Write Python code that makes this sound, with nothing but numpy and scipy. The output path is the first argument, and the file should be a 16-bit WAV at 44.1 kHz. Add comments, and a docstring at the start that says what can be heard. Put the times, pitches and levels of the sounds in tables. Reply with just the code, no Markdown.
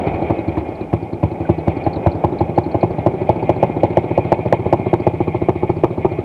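"""On a lawn a single-cylinder two-stroke motorcycle idles, heard from near the tank round to the rear.
Some turns fire with a thump and a bark; between them the coasting crank gives weaker puffs.
Each exhaust puff is a few pressure waves and a wake of eddies, coloured by the pipe and its echoes.
Between puffs the intake gulps, fins ring, cases clatter, gas rushes and moving parts tick faintly.
A sheet-metal hum, a weak garden scatter and a faint hiss complete it; peaks near full scale clip."""
import sys
import numpy as np
from scipy import signal
from scipy.fft import rfft, irfft
from scipy.io import wavfile
from scipy.ndimage import uniform_filter1d

SR = 44100
rng = np.random.default_rng(int(sys.argv[2]) if len(sys.argv) > 2 else 0)


def log_audio(samples):
    """Write samples as a 16-bit WAV file to the path given in sys.argv[1]."""
    # one column per channel
    frames = np.atleast_2d(samples).T
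    # limit to full scale, then quantise
    limited = np.clip(frames, -1, 1)
    pcm = np.round(limited * 32767).astype(np.int16)
    wavfile.write(sys.argv[1], SR, pcm)


N = 275184
T = np.arange(N) / SR

# Proper firings. Each row: start in seconds, thump in dB, bark in dB, before the exhaust trims.
FIRINGS = [(0.0643, -14, -28), (.298, -12.5, -18.5), (.5697, -15, -21), (0.9285, -11.5, -19),
           (1.2287, -10, -18.5), (1.4903, -9, -18.5), (1.6724, -11.5, -21.5), (1.8638, -15, -15.5),
           (2.0614, -10, -13), (2.2386, -12.5, -14), (2.406, -12.5, -16.5), (2.5768, -12.5, -12),
           (2.744, -14, -16.5), (2.8294, -12, -13.5), (3.0616, -11.5, -12.5), (3.2908, -13, -10.5),
           (3.4923, -14.5, -11), (3.627, -13.5, -9.5), (3.8321, -13, -10.5), (3.9701, -14, -10),
           (4.1765, -14.5, -11), (4.3185, -14.5, -9), (4.525, -14.5, -7.5), (4.726, -14, -9),
           (4.9305, -13, -11.5), (5.0667, -13.5, -12), (5.203, -17, -16), (5.2719, -16.5, -21),
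           (5.3444, -16, -18.5), (5.4148, -18.5, -19.5), (5.4856, -16, -11.5), (5.6247, -16.5, -19),
           (5.693, -14, -17.5), (5.836, -17, -9.5), (6.0471, -19.5, -11.5)]
# Idle speed: nearly stalls, picks up, settles. Each row: time in seconds, target turns per second.
IDLE_SPEED = [(0, 13), (.75, 8.5), (1.3, 11), (2, 10.7), (3.4, 14.7), (6.24, 14.4)]
# Misfire after refilling with fresh mixture. Each row: time in seconds, thump in dB, bark in dB.
MISFIRE_LEVEL = [(0, -20.5, -30), (.47, -16, -32), (.8, -23, -31), (1.15, -19, -33.5), (1.77, -17.5, -26.5),
                 (3.201, -17.5, -24), (4.5, -16, -19.5), (6.24, -17.5, -23.5)]
# A bang shortens the next turn by this share, before the turns are scaled to fill the gap.
KICK, KICK_TURNS = 0.11, .55
# Burnt gas left by a bang weakens the puff by this much; it recovers over about REFILL_TURNS.
SPENT_THUMP_DB, SPENT_BARK_DB, REFILL_TURNS = -3, -10.5, .45


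def strokes(end_s=6.254):
    """Every turn as (s, thump dB, bark dB): a bang, then misfires that slow down as the cylinder refills."""
    misfire_s, thump_db, bark_db = np.transpose(MISFIRE_LEVEL)
    next_starts = [row[0] for row in FIRINGS[1:]] + [end_s]
    rows = []
    for bang, next_s in zip(FIRINGS, next_starts):
        gap_s = next_s - bang[0]
        count = max(round(gap_s * at(IDLE_SPEED, bang[0] + gap_s / 2)), 1)
        lengths = 1 - KICK * np.exp(-np.arange(count) / KICK_TURNS)
        times = bang[0] + gap_s * np.cumsum(lengths)[:-1] / lengths.sum()
        spent = np.exp(-np.arange(count - 1) / REFILL_TURNS)
        thumps = np.interp(times, misfire_s, thump_db) + SPENT_THUMP_DB * spent
        barks = np.interp(times, misfire_s, bark_db) + SPENT_BARK_DB * spent
        rows += [bang, *zip(times, thumps, barks)]
    return np.array(rows)


# Way round the bike. Each row: time in seconds, place (0 over the tank, 1 beside the seat, 2 behind).
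LISTENER_PLACE = [(0, 0.14), (2.0, 0.48), (2.9, 0.68), (4.6, 1.255), (5.3, 1.55), (6.24, 1.77)]
# Bark spectrum. Each row: frequency in Hz, dB over the tank, dB beside the seat, dB behind.
BARK_SPECTRUM = [(146, -6, -18, -1.5), (338, -15.5, -3, 1), (388, -6, -14.5, 9.5), (563, -15, 6, -20),
                 (673, -2, -1, -8), (864, -2, 2, -5), (1037, -11, -11, -14.5), (1230, -13, -39, -1),
                 (1470, -28, -41.5, -40), (2230, -27.5, -32, -30.5), (5350, -60, -72, -77)]
# Bark's first waves and expansion-chamber echoes. Each row: delay in seconds, mean signed strength.
BARK_WAVES = [(.0002, 0.4), (.0011, -0.48), (.002, 0.7), (.0078, .6), (.0164, 0.3)]
# Thump spectrum before the pipe, at the mean round trip. Each row: frequency in Hz, level in dB.
BOOM_SPECTRUM = [(20, -43.5), (42, -22), (58, -22.5), (82, 2), (112, -2.5), (140, -10), (165, 4),
                 (240, 5.5), (365, -3.5), (450, -5.5), (700, -19.5), (1100, -28.5), (2500, -71)]
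# Pipe echo, quickening as the gas warms. Each row: time in seconds, mean round trip in seconds.
PIPE_TRIP = [(0, .00445), (2.0, .0044), (3.2, .00408), (6.24, .00412)]
MEAN_TRIP_S = np.mean(PIPE_TRIP, axis=0)[1]


def exhaust(thump_db=1, bark_db=0, overload_db=0.5, hot_db=-19, range_db=9, lag_s=0.007986, suction=0.54):
    """Every stroke thumps; burning strokes add a crisp bark, misfires only a ragged chuff."""
    out, bark = np.zeros(N), np.array(BARK_SPECTRUM)
    scatter = .08  # spread of each wave's strength, as a share
    for s, low_db, high_db in strokes():
        place = at(LISTENER_PLACE, s)
        trip_s = at(PIPE_TRIP, s) * (1 + 0.022 * rng.standard_normal())
        place_shares = np.maximum(1 - abs(np.clip(place, 0, 2) - np.arange(3)), 0)
        colour = np.c_[bark[:, 0], bark[:, 1:] @ place_shares]
        burn = np.clip(.5 + (high_db - hot_db) / range_db, 0, 1)  # 0 a misfire, 1 a full bang
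        waves = [(lag_s - trip_s, -suction), (lag_s, 1)]  # chamber sucks one round trip before the push
        boom = np.array(BOOM_SPECTRUM) * [MEAN_TRIP_S / trip_s, 1]  # a shorter trip raises the boom
        thump = puff(waves, boom, turbulence=0.4, eddy_s=0.0059,
                     scatter=scatter, trip_s=trip_s, reflect=0.75)
        crack = puff(BARK_WAVES, colour, turbulence=0.51 + 1.9 * (1 - burn), eddy_s=0.0051,
                     scatter=scatter, trip_s=trip_s, reflect=0.2)
        crack_db = high_db + bark_db + overload_db * burn
        add(out, s, amp(low_db + thump_db) * thump + amp(crack_db) * crack)
    return out


def puff(paths, colour, turbulence, eddy_s, scatter, trip_s=0, reflect=0, size=4096):
    """One pressure pulse with its echoes and a wake of eddies; rms 1 over a fiftieth of a second."""
    t, drive = np.arange(size) / SR, np.zeros(size)
    for delay_s, strength in paths:
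        add(drive, delay_s, np.array([strength * (1 + scatter * rng.standard_normal())]))
    wake = rng.standard_normal(size) * t * np.exp(-t / eddy_s)
    drive += turbulence * wake / np.linalg.norm(wake)
    sound = pipe(through(drive, ring(colour)), trip_s, reflect)
    return sound / np.linalg.norm(sound) * np.sqrt(SR / 50)


def pipe(x, trip_s, reflect, loss_hz=2200):
    """Each round trip turns the wave over and dulls it: the odd quarter-wave resonances."""
    hz = np.fft.rfftfreq(len(x), 1 / SR)
    echo = np.clip(reflect, 0, .85) * np.exp(-hz / loss_hz - 2j * np.pi * hz * trip_s)
    return irfft(rfft(x) / (1 + echo), len(x))


# Silencer shell and tank modes. Each row: frequency in Hz, peak gain in dB, t60 in seconds.
SHELL_MODES = [(163, -11.5, 0.14), (374.6, -5.5, 0.23), (467.4, -7, 0.077), (860, -14, 0.19)]


def shell(x):
    """Sheet metal shaken by the exhaust keeps humming between the strokes."""
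    t = np.arange(SR // 2) / SR
    hum = np.zeros(len(t))
    for hz, db, t60_s in SHELL_MODES:
        fade = amp(-60 * t / t60_s)
        hum += amp(db) * 2 * fade / fade.sum() * np.cos(2 * np.pi * hz * t)
    return x + through(x, hum)


# Air box spectrum. Each row: frequency in Hz, relative level in dB.
AIR_BOX = [(30, -29), (70, -7.5), (110, -3), (138, -6.5), (159, 13), (185, -5.5), (230, -8), (370, -4.5),
           (460, -7.5), (800, -14.5), (1300, -33), (4000, -69)]


def intake(level_db=-25, crank_share=0.31, reference_turn_s=0.066):
    """The rising piston gulps air part of a turn after each stroke."""
    out, starts = np.zeros(N), strokes()[:, 0]
    for s, turn_s in zip(starts, np.diff(starts)):
        gulp = puff([(.003, 0.84)], AIR_BOX, turbulence=1.0, eddy_s=0.0095, scatter=0.074)
        gain = amp(level_db) * reference_turn_s / turn_s  # a faster crank sucks harder
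        add(out, s + crank_share * turn_s, gain * gulp)
    return out


# Cooling fin and case modes. Each row: frequency in Hz, width in Hz, relative level in dB.
FIN_MODES = [(1098, 52, -0.5), (1760, 22, -11), (1886, 12, -13.5), (1960, 11, -6.5), (2138, 4.9, 1),
             (2240, 28, 2), (2412, 41, 3), (2526, 9.5, -3.5), (2800, 76, -12), (3190, 260, -11.5)]


def fins(drift=.008):
    """Noise keeps narrow modes of fins and cases ringing, with wavering pitch and level; rms 1."""
    turns = np.cumsum(1 + drift * wander(size=3000)) / SR  # pitch wavers
    out = np.zeros(N)
    for hz, width_hz, db in FIN_MODES:
        pole = np.exp(-np.pi * width_hz / SR)
        drive = rng.standard_normal(N) + 1j * rng.standard_normal(N)
        ringing = signal.lfilter([1], [1, -2 * pole, pole ** 2], drive)
        out += amp(db) * unit((ringing * np.exp(2j * np.pi * hz * turns)).real)
    return unit(out * amp(6.8 * np.tanh(wander(size=900))))  # the driving contact comes and goes


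# Dull clatter spectrum. Each row: frequency in Hz, relative level in dB.
CLATTER_SPECTRUM = [(600, -22.5), (1300, -25.5), (1900, -5.5), (2150, 7.5), (2500, 4), (2700, -8),
                    (3200, -8), (3800, -15), (4400, -22), (5200, -41), (8000, -51)]


def clatter(throb=0.89):
    """Dull broadband noise that jolts with each stroke and flickers in level; rms 1."""
    jolts = 1 + throb * shaking(lag_s=0.0023, decay_s=0.014)
    return unit(noise(CLATTER_SPECTRUM) * jolts * amp(4.8 * np.tanh(wander(size=500))))


def shaking(lag_s, decay_s, follow=0.97):
    """How hard the engine shakes: a jolt at each stroke that dies away; rms 1."""
    out, t = np.zeros(N), np.arange(SR // 4) / SR
    for s, low_db, _ in strokes():
        add(out, s + lag_s, amp(follow * low_db) * t * np.exp(-t / decay_s))
    return unit(out)


# Bump in the ringing at each bang: height, lead of its top on the bang, half width at 1/e.
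SWELL_DB, SWELL_LEAD_S, SWELL_S = 3, 0.0046, .035


def swell():
    """Gain of the metal's ringing as it swells and sinks around the bangs."""
    frames = T[::100]
    bumps = sum(np.exp(-((frames - row[0] + SWELL_LEAD_S) / SWELL_S) ** 2) for row in FIRINGS)
    return amp(SWELL_DB * np.interp(T, frames, bumps))


# Metal level before trims and swell. Each row: time in seconds, level in dB.
METAL_LEVEL = [(0.05, -39.5), (0.52, -44), (1.2, -49), (1.89, -43), (2.2, -48.5), (3.05, -45.5),
               (3.17, -44.5), (4.34, -42), (5.89, -46), (6.24, -45)]


def metal(fins_db=-1.5, clatter_db=-3):
    """Piston and bearings keep the fins ringing over a clatter, both swelling around the bangs."""
    mix = amp(fins_db) * fins() + amp(clatter_db) * clatter()
    return mix * swell() * amp(at(METAL_LEVEL, T))


# Gas in the silencer, before the pipe. Each row: frequency in Hz, relative level in dB.
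RUSH_SPECTRUM = [(25, -30), (42, -12.5), (58, -9), (88, -1.5), (130, -10), (200, -3), (350, 0), (440, -4),
                 (700, -4), (850, -4), (1020, -20.5), (1300, -25), (3000, -41), (9000, -77.5)]
# Gas level before rush_db. Each row: time in seconds, level in dB.
GAS_LEVEL = [(0, -16.5), (.45, -23.5), (.72, -24.5), (.9, -28.5), (1.5, -26), (2, -22), (2.5, -24.5),
             (3.3, -23.5), (4.5, -25), (5.3, -28.5), (5.7, -30), (6.24, -26.5)]


def gas_rush(rush_db=-1.5, surge=.25):
    """Gas rushes through the silencer as noise with weak pipe echoes, surging at each stroke."""
    gas = pipe(noise(RUSH_SPECTRUM), MEAN_TRIP_S, reflect=0.057)
    gas = unit(gas * (1 + surge * shaking(lag_s=0.0041, decay_s=0.005)))
    return gas * amp(at(GAS_LEVEL, T) + rush_db)


# Single ticks near 4.2 kHz and one lower squeak near 1.5 kHz.
# Each row: start in seconds, envelope peak in dB, nominal frequency in Hz.
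SINGLE_TICKS = [(0.384, -50, 3970), (0.579, -50, 4180), (.752, -51, 4160), (1.45, -33.5, 1510),
                (1.585, -49, 4150), (1.838, -44.5, 4350), (1.93, -39.5, 4300), (1.956, -42, 4020),
                (2.114, -43, 4240), (2.385, -41, 4100), (2.56, -49, 4340), (2.636, -45, 4240),
                (2.713, -44.5, 4250), (2.808, -44, 4240)]


def ticks(usual_db=-51, usual_hz=4150, decay_s=0.0044, slope_per_s=3.0, jitter=0.053, away_db=-2.5):
    """Faint short ticks of piston and other moving parts ring near 4.2 kHz on every stroke; one low squeak."""
    out, t = np.zeros(N), np.arange(SR // 20) / SR
    starts = strokes()[:, 0]
    events = [(*row, jitter * 0.99) for row in SINGLE_TICKS]
    for s, place in zip(starts, at(LISTENER_PLACE, starts)):
        a, b = rng.standard_normal(2)
        events.append((s + 0.0033, usual_db + 2 * a + away_db * place, usual_hz + 200 * b, jitter))
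    envelope = t / decay_s * np.exp(1 - t / decay_s)
    for s, db, hz, spread in events:
        wobble = unit(uniform_filter1d(rng.standard_normal(len(t)), size=50))
        turns = np.cumsum(hz * (1.02 - slope_per_s * t + spread * wobble)) / SR
        add(out, s, amp(db) * envelope * np.sin(2 * np.pi * turns))
    return out


def garden(x, t60_s=0.22, wet_db=-19):
    """A weak scatter from the porch, the woodpile and the bushes: sparse random echoes after 16 ms."""
    t = np.arange(SR // 2) / SR
    sparse = rng.standard_normal(len(t)) * (rng.random(len(t)) < .05)
    taps = sparse * (t > .016) * amp(-60 * t / t60_s)
    return x + amp(wet_db) * through(x, taps / np.linalg.norm(taps))


# Hiss spectrum. Each row: frequency in Hz, relative level in dB.
HISS_SPECTRUM = [(20, 6.5), (4500, 2.5), (6500, -2), (9300, -1.5), (12500, -8), (13700, -9.5), (15000, -13)]


def hiss(level_db=-64.0):
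    """Faint even background noise."""
    return amp(level_db) * noise(HISS_SPECTRUM)


def at(points, s):
    """Reads a (time, value) table at time s."""
    return np.interp(s, *np.transpose(points))


def amp(db):
    """Decibels to gain."""
    return 10 ** (np.asarray(db) / 20)


def unit(x):
    """Scales to rms 1."""
    return x / np.sqrt(np.mean(x ** 2) + 1e-20)


def add(mix, s, sound):
    """Mixes a sound in at time s."""
    part = mix[max(round(s * SR), 0):][:len(sound)]
    part += sound[:len(part)]


def ring(points, size=8192):
    """Causal (minimum-phase) impulse response of a body with the given spectrum."""
    hz, db = np.transpose(points)
    bins_hz = abs(np.fft.fftfreq(size, 1 / SR)) + 1
    log_gain = np.log(amp(np.interp(np.log(bins_hz), np.log(hz), db)))
    return np.fft.ifft(np.exp(np.conj(signal.hilbert(log_gain)))).real[:size // 2]


def through(x, response):
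    """Passes x through a body."""
    return signal.fftconvolve(x, response)[:len(x)]


def noise(points):
    """Noise of rms 1 with the given spectrum."""
    return unit(signal.fftconvolve(rng.standard_normal(N + 4095), ring(points), "valid")[:N])


def wander(size):
    """Smooth chance of rms 1 that changes over about size samples."""
    smooth = uniform_filter1d(rng.standard_normal(N), size=size)
    return unit(uniform_filter1d(smooth, size=size // 2))


def scene():
    """The idling engine in the open air."""
    engine = garden(shell(exhaust()) + intake())
    return (engine + metal() + gas_rush() + ticks() + hiss())[None]


def record(dry, bass_cut_hz=30, edge_hz=15500):
    """The microphone sheds the deepest bass and clips peaks near full scale; then the band limit."""
    thinned = signal.sosfilt(signal.butter(2, bass_cut_hz, "high", fs=SR, output="sos"), dry)
    clipped = np.clip(thinned, -.99, .99)
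    lowpass = signal.firwin(255, edge_hz, window=("kaiser", 9), fs=SR)
    return signal.oaconvolve(clipped, lowpass[None], "same")


dry = scene()
out = record(dry)
log_audio(out)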